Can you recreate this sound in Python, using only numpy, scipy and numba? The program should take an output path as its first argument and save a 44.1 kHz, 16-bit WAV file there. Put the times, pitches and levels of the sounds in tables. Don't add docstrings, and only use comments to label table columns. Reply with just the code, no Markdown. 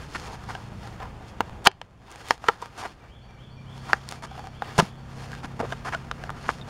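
import sys
import numpy as np
from scipy import signal
from scipy.fft import rfft, irfft, next_fast_len
from scipy.io import wavfile
from scipy.ndimage import uniform_filter1d
from numba import njit

SR = 44100
rng = np.random.default_rng(int(sys.argv[2]) if len(sys.argv) > 2 else 0)


def output_pcm(signal):
    pcm = np.clip(np.atleast_2d(signal).T, -1, 1) * 32767
    wavfile.write(sys.argv[1], SR, np.round(pcm).astype(np.int16))


N = 295249
TIME = np.arange(N) / SR


def undb(db):
    return 10 ** (np.asarray(db) / 20)


def unit(x):
    return x / np.sqrt(np.mean(x ** 2) + 1e-18)


def curves(table):
    s, *columns = np.transpose(table)
    return [np.interp(TIME, s, c) for c in columns]


def add(out, s, x):
    i = max(int(s * SR), 0)
    out[i:i + len(x)] += x[:max(N - i, 0)]


def fade(t, t60):
    return np.exp(-np.log(1000) * t / t60)


def ring(t, hz, t60):
    return np.sin(2 * np.pi * hz * t) * fade(t, t60)


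def rings(table):
    out = np.zeros(N)
    for s, db, hz, t60 in table:
        add(out, s, undb(db) * ring(TIME[:8192], hz, t60))
    return out


def colour(x, points):
    hz, db = np.transpose(points)
    size = next_fast_len(len(x))
    f = np.maximum(np.fft.rfftfreq(size, 1 / SR), 1)
    gain = undb(np.interp(np.log(f), np.log(hz), db))
    return irfft(rfft(x, size) * gain, size)[:len(x)]


def resonate(x, hz, q):
    b, a = signal.iirpeak(min(hz, SR / 4), max(q, .5), fs=SR)
    return signal.lfilter(b, a, x)


def walk(rate):
    k = int(SR / rate)
    steps = np.repeat(rng.standard_normal(N // k + 1), k)
    return unit(uniform_filter1d(uniform_filter1d(steps, k), k)[:N])


def slips(size, rate, spread_db):
    happens = rng.random(size) < rate / SR
    strength = undb(spread_db * np.minimum(rng.exponential(size=size), 4))
    return happens * strength * rng.choice([-1, 1], size)


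def echoes(x, t60, top_hz):
    t = TIME[:SR]
    band = signal.butter(2, [120, min(top_hz, SR / 3)], "band", fs=SR, output="sos")
    tail = signal.sosfilt(band, rng.standard_normal(SR))
    tail *= fade(t, t60) * np.minimum(t / 0.0075, 1)
    return signal.fftconvolve(x, tail / np.linalg.norm(tail))[:N]


# t/s, level/dB, wide panel f/Hz, narrow panel f/Hz, panel t60/s,
# narrow panel level/dB, crack level/dB
SNAPS = [(0.5509, -22.5, 770, 1590, 0.032, -0.5, -3.5), (1.4059, -7, 860, 1360, 0.0069, -10, -18),
         (1.6612, -4, 1020, 1510, 0.0084, -8.5, -4), (1.6655, -2.5, 910, 1480, 0.018, 5.5, -10),
         (1.6705, 12, 1060, 1535, 0.011, 4.5, 3), (1.6724, 13.5, 796, 2260, 0.014, -10.5, 0),
         (1.7151, -19, 930, 1560, 0.0048, 2, 5), (1.815, -11, 844, 1720, .008, -8, -3.5),
         (2.3079, 10, 910, 1770, 0.0095, -3, -10.5), (2.441, -11.5, 770, 1370, .0092, -3, -12),
         (2.4847, 3, 1000, 1370, 0.0038, 2, -2), (2.4869, 7, 804, 1780, 0.0048, 4.5, -8.5),
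         (2.4876, 5, 825, 1360, 0.019, 2, -24), (2.495, -2.5, 900, 1240, 0.022, -9, -35),
         (2.6235, -14, 974, 1350, 0.02, -23, -28), (3.9323, 8, 765, 1593, 0.0051, 10.5, -11),
         (4.392, -23.5, 690, 1510, .008, -20, -25), (4.6211, -9, 810, 1440, 0.017, -9, -21),
         (4.788, -0.5, 558.5, 1570, .0085, 2, -12), (4.7898, -3.5, 420, 1027, 0.029, 4, -13),
         (4.796, -6, 910, 2130, .027, -19, 0), (4.8, 3.5, 630, 1490, .0038, -1, -7),
         (4.8058, -6.5, 601, 1340, .0049, 0, -28), (5.3313, -24.5, 925, 1610, 0.015, 13, -2),
         (5.4454, -27, 800, 1510, 0.0093, 0, 4), (5.602, -15, 760, 1240, 0.011, -11, -28),
         (5.7234, -17.5, 680, 1600, 0.018, -0.5, -8), (5.948, -16, 670, 1464, 0.033, 6.5, -5.5),
         (6.1132, -14.5, 1150, 1290, 0.0036, 8, -4.5), (6.238, -21.5, 710, 1570, 0.016, -2, -7.5),
         (6.2939, -19, 890, 1360, 0.0044, 5, -22), (6.303, -20, 850, 1520, 0.0045, -7.5, -9.5),
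         (6.4911, -4, 950, 1370, 0.0034, 3.5, -19)]
# f/Hz, level/dB, t60/s
SHELL_MODES = [(165, -15.5, 0.066), (490.6, 6, 0.039), (781, 5, 0.035), (1005, -3.5, 0.058),
               (1270, 4, 0.023), (1610, -9, 0.044), (2740, -15, .018), (3570, -3, 0.012),
               (4900, -20.5, .02), (6850, -21.5, .015)]
# f/Hz, level/dB
CRACK_COLOUR = [(300, -15.5), (1500, -11), (3000, 12), (4000, 3.5), (5500, -3.5), (7500, -6), (11000, -22),
                (15000, -36)]


def snaps(narrow_share=0.83, crack_s=0.00084, push_s=0.00061, after_s=0.0023,
          shell_db=-8, after_db=-9, strain_db=-13, low_cut_hz=200, reach=.15):
    out, t = np.zeros(N), TIME[:4096]
    push = 1 - np.exp(-t / push_s)
    for s, db, wide_hz, narrow_hz, panel_t60, narrow_db, sharp_db in SNAPS + crinkles():
        wide = unit(push * ring(t, wide_hz, panel_t60))
        narrow = unit(push * ring(t, narrow_hz, narrow_share * panel_t60))
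        panels = wide - undb(narrow_db) * narrow
        burst = np.exp(-(t / crack_s - 1) ** 2 / 2)
        crack = unit(colour(rng.standard_normal(len(t)), CRACK_COLOUR) * burst)
        shell = struck_shell(t)
        shudder = unit(colour(rng.standard_normal(len(t)), RUB_COLOUR) * push * np.exp(-t / after_s))
        shell_gain = undb(shell_db + reach * min(db, 0))
        snap = panels + undb(sharp_db) * crack + shell_gain * shell + undb(after_db) * shudder
        add(out, s, undb(db) * snap / np.abs(snap).max())
        lead = strain()
        add(out, s - len(lead) / SR, undb(db + min(sharp_db, -6) + strain_db) * lead)
    return signal.sosfilt(signal.butter(2, low_cut_hz, "high", fs=SR, output="sos"), out)


def struck_shell(t):
    shell = 0
    for hz, mode_db, t60 in SHELL_MODES:
        gain = rng.choice([-1, 1]) * undb(mode_db + 2 * rng.standard_normal())
        shell = shell + gain * ring(t, hz * (1 + 0.0094 * rng.standard_normal()), t60)
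    return unit(shell)


def strain(lead_s=0.0011, rate=4000):
    t = TIME[:1024]
    run = colour(slips(len(t), rate, spread_db=6), CRACK_COLOUR) * np.exp((t - t[-1]) / lead_s)
    return run / (np.abs(run).max() + 1e-9)


# t/s, length/s, middle level/dB, crack level/dB
CRINKLES = [(1.0, .062, -30, -12), (4.305, .18, -29, -19)]
# middle wide panel f/Hz, middle narrow panel f/Hz, panel t60/s, narrow panel level/dB
SMALL_BUCKLE = (741, 1500, 0.1, -21)


def crinkles(gap_s=0.028, spread_db=3):
    rows = []
    wide_hz, narrow_hz, t60, narrow_db = SMALL_BUCKLE
    for start, length, db, crack_db in CRINKLES:
        for k, (late, louder, higher) in enumerate(rng.standard_normal((12, 3))):
            delay = gap_s * (k + 0.46 * abs(late))
            pitch = np.exp(0.062 * higher)
            if delay < length:
                rows.append((start + delay, db + spread_db * louder, wide_hz * pitch,
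                             narrow_hz * pitch, t60, narrow_db, crack_db))
    return rows


# t/s, level/dB, f/Hz, t60/s
FLEXES = [(1.405, -20.5, 230, 0.023), (1.671, -9.5, 386, 0.062), (2.307, -9.5, 420, 0.02),
          (2.487, -4.5, 493, 0.042), (3.932, -11.5, 380, 0.015), (4.787, -7.5, 163, 0.088),
          (4.794, -22, 386, 0.018), (4.825, -14, 196, 0.055), (5.445, -26.5, 260, 0.049),
          (5.6, -27.5, 240, 0.065), (5.632, -20, 482, 0.041)]


def card_flexes():
    return rings(FLEXES)


# t/s, level/dB, f/Hz, t60/s
HIGH_RINGS = [(2.308, -1, 5360, 0.007), (3.9322, -14, 5000, 0.0061), (6.6135, -31.5, 3700, 0.015),
              (6.623, -38.5, 3630, 0.029)]


def high_rings():
    return rings(HIGH_RINGS)


# t/s, length/s, level/dB, centre f/Hz, hiss level/dB
SCRAPES = [(0.147, 0.021, -31.5, 1600, -16), (0.286, 0.033, -43, 560, -18), (0.488, 0.028, -35, 915, -14.5),
           (1.65, 0.011, -30.5, 1040, -0.5), (2.777, 0.046, -33, 1014, -4.5),
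           (2.828, 0.039, -25.5, 970, -16), (3.889, 0.023, -30, 996, -16), (4.223, 0.036, -34, 1050, -8.5),
           (4.78, 0.023, -18.5, 730, -5), (5.432, 0.029, -37, 1020, -12), (5.593, 0.0229, -28, 596, -19.5),
           (5.623, .035, -33.5, 640, -33), (5.719, 0.017, -35, 970, -15.5), (5.848, 0.047, -32, 1130, -15),
           (5.924, 0.026, -29.5, 1470, -18.5), (6.439, 0.034, -42, 1410, -28),
           (6.483, 0.026, -33.5, 1250, -14)]
# f/Hz, level/dB
RUB_COLOUR = [(100, -17), (280, 4), (500, -1), (800, 3.5), (1200, 0), (1650, -1.5), (2200, -5),
              (3200, -13.5), (4500, -16.5), (9000, -32)]
# f/Hz, level/dB
HISS_COLOUR = [(1500, -15), (3000, -1.5), (4800, -1), (6800, -5.5), (8200, -9), (11000, -14.5),
               (15000, -35.5)]


def scrapes(rate=1800, spread_db=2.0, q=0.92):
    out, t = np.zeros(N), TIME[:8192]
    for s, length, db, hz, hiss_db in SCRAPES:
        force = np.interp(t / length, [0, .5, .9, 1.05], [0.64, 1.0, 0.91, 0.22], right=0)
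        drag = unit(slips(len(t), rate, spread_db))
        body = unit(force * resonate(colour(drag, RUB_COLOUR), hz, q))
        hiss = unit(force * colour(drag + rng.standard_normal(len(t)), HISS_COLOUR))
        gain = undb(db) * np.sqrt(length / t[-1])
        add(out, s, gain * (body + undb(hiss_db) * hiss))
    return out


def rubbing(rate=2200, spread_db=3.0, uneven_db=1.5, crackle_rate=32, crackle_db=-9,
            modes_db=-4, q=5, wander_db=6, mode_contrast=0.34):
    body_gain, hiss_gain = sliding()
    grain = unit(slips(N, rate, spread_db)) + rng.standard_normal(N)
    contact = unit(grain) * undb(uneven_db * walk(45))
    contact = contact + undb(crackle_db) * unit(slips(N, crackle_rate, spread_db=4.5))
    modes = 0
    for hz, db, _ in SHELL_MODES:
        modes = modes + undb(mode_contrast * db + wander_db * walk(16)) * resonate(contact, hz, q)
    direct = unit(colour(unit(contact), RUB_COLOUR))
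    body = unit(direct + undb(modes_db) * unit(colour(modes, RUB_COLOUR)))
    hiss = shifting(colour(contact, HISS_COLOUR))
    return body_gain * body + hiss_gain * hiss


# t/s (fastest), swell time/s, body level/dB, hiss level/dB
STROKES = [(.01, 0.054, -43, -48), (.16, 0.066, -45.5, -49.5), (.25, 0.05, -39.5, -49.5),
           (0.342, .025, -42, -49.5), (.53, 0.13, -45, -55.5), (.855, 0.091, -45.5, -55),
           (1.029, 0.031, -36.5, -71), (1.29, 0.023, -63.5, -57), (2.131, 0.06, -36, -56),
           (2.23, 0.14, -38, -49), (2.306, 0.042, -30.5, -36), (2.485, 0.067, -34.5, -45),
           (2.636, 0.038, -35.5, -45.5), (2.82, 0.1, -35, -47.5), (3.05, .03, -43, -75),
           (3.77, .06, -51, -58), (3.909, 0.11, -38.5, -48.5), (4.125, 0.059, -38, -47.5),
           (4.4, 0.14, -44, -53.5), (4.689, 0.095, -38, -56), (4.808, .055, -31.5, -39.5),
           (5.211, 0.091, -47, -53), (5.33, 0.14, -46, -56.5), (5.7, 0.1, -44.5, -55),
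           (5.93, .09, -43.5, -55.5), (6.25, 0.19, -48.5, -64.5), (6.5, 0.087, -47, -50),
           (6.69, 0.019, -41, -53.5)]


def sliding(grip_body_db=-51.5, grip_hiss_db=-72, release=0.89, shape=1.4):
    body_power, hiss_power = undb(grip_body_db) ** 2, undb(grip_hiss_db) ** 2
    for s, swell_s, body_db, hiss_db in STROKES:
        away = np.maximum(s - TIME, (TIME - s) / release) / swell_s
        speed = np.exp(-np.minimum(away, 10) ** shape)
        body_power = body_power + (undb(body_db) * speed) ** 2
        hiss_power = hiss_power + (undb(hiss_db) * speed) ** 2
    return np.sqrt(body_power), np.sqrt(hiss_power)


def shifting(x, depth_db=1.5, rate=11):
    out = 0
    for hz in np.geomspace(2000, 14000, num=9):
        band = [(hz / np.sqrt(2), -25), (hz, 0), (hz * np.sqrt(2), -25)]
        out = out + undb(depth_db * walk(rate)) * colour(x, band)
    return unit(out)


# t/s, level/dB
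TICKS = [(1.6443, -26), (2.1055, -28), (2.1155, -21), (2.124, -25), (2.159, -23.5), (2.286, -18),
         (2.619, -23.5), (4.0893, -13), (4.1127, -18)]
# f/Hz, level/dB
TICK_COLOUR = [(500, -20), (1500, 5.5), (3500, 3), (6000, 5), (9500, 4), (12000, -14), (15000, -11.5)]


def ticks(t60=0.0046):
    out, t = np.zeros(N), TIME[:1024]
    for s, db in TICKS:
        tick = colour(rng.standard_normal(len(t)), TICK_COLOUR) * fade(t, t60)
        add(out, s, undb(db) * tick / np.abs(tick).max())
    return out


# t/s, level/dB
PHRASES = [(3.0, -52), (3.285, -51), (3.565, -50.5), (3.85, -55), (4.16, -51.5), (4.43, -54), (4.75, -57)]
# delay t/s, length/s, middle start f/Hz, middle end f/Hz, level/dB
NOTES = [(0, 0.036, 2432, 2296, 4.5), (0.085, 0.093, 2700, 3540, 3.5), (0.207, .05, 4100, 4650, -1.5),
         (.272, 0.036, 5950, 5505, -9)]


def bird(direct_db=-4, far_db=-4.0):
    out = np.zeros(N)
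    for s, db in PHRASES:
        for delay, length, start_hz, end_hz, note_db in NOTES:
            u = np.linspace(0, 1, int(length * SR))
            glide_hz = start_hz + (end_hz - start_hz) * np.sin(u * np.pi / 2)
            hz = glide_hz * (1 + .006 * rng.standard_normal())
            note = np.sin(np.pi * u) * np.sin(2 * np.pi * np.cumsum(hz) / SR)
            add(out, s + delay, undb(db + note_db) * note)
    return undb(direct_db) * out + undb(far_db) * echoes(out, t60=1.0, top_hz=7100)


# t/s, turn rate f/Hz, level/dB
ENGINE = [(0, 28.37, -48.5), (.7, 29.19, -41), (1.5, 29.13, -48), (2.6, 27.56, -48), (3.1, 29.35, -49.5),
          (3.4, 31.6, -44), (3.7, 33.05, -38), (4.5, 32.92, -42.5), (5.2, 33.14, -39), (5.7, 33.43, -42),
          (6.69, 33.9, -45.5)]
# multiple of the turn rate, level/dB
ENGINE_ORDERS = [(2, -13), (3, -10), (4, -2), (5, -11), (6, -15), (7, -10)]


def engine(waver=0.0018, fading_db=0.9):
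    hz, db = curves(ENGINE)
    turns = np.cumsum(hz * (1 + waver * walk(9.1))) / SR
    hum = 0
    for order, order_db in ENGINE_ORDERS:
        gain = undb(order_db + fading_db * walk(0.74)) * np.sqrt(2)
        hum = hum + gain * np.sin(2 * np.pi * (round(order) * turns + rng.random()))
    return undb(db) * hum


# f/Hz, level/dB
AIR_COLOUR = [(20, -6.5), (60, 5.5), (110, 1.5), (190, -3), (300, -10), (750, -13.5), (1300, -20),
              (2200, -26), (3300, -29), (5000, -40), (7000, -38.5), (10000, -46), (15000, -58)]


def room_tone(level_db=-42.5):
    return undb(level_db) * unit(colour(rng.standard_normal(N), AIR_COLOUR))


def scene(early_t60_s=0.025, early_db=-23.5, room_t60_s=0.21, room_db=-37):
    pack = snaps() + card_flexes() + high_rings() + scrapes() + rubbing() + ticks()
    near = undb(early_db) * echoes(pack, early_t60_s, top_hz=4730)
    room = undb(room_db) * echoes(pack, room_t60_s, top_hz=3500)
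    return (pack + near + room + room_tone() + engine() + bird())[None]


@njit
def limiter(x, ceiling, attack, recover):
    y, gain = np.empty(len(x)), 1.
    for i in range(len(x)):
        y[i] = gain * x[i]
        if abs(y[i]) > ceiling:
            gain *= (ceiling / abs(y[i])) ** attack
        else:
            gain = min(gain * recover, 1.)
    return y


def record(dry, ceiling=0.98, attack=0.096, recover_db_per_s=3.5, notch_hz=3950, notch_q=20, top_hz=15700):
    x = dry[0]
    for k in (1, 2):
        b, a = signal.iirnotch(k * notch_hz, k * notch_q, fs=SR)
        x = signal.lfilter(b, a, x)
    x = limiter(x, float(ceiling), float(min(attack, 1)), float(undb(recover_db_per_s / SR)))
    top_cut = signal.ellip(8, .2, 70, top_hz, fs=SR, output="sos")
    return signal.sosfilt(top_cut, np.clip(x, -1, 1))[None]


dry = scene()
out = record(dry)
output_pcm(out)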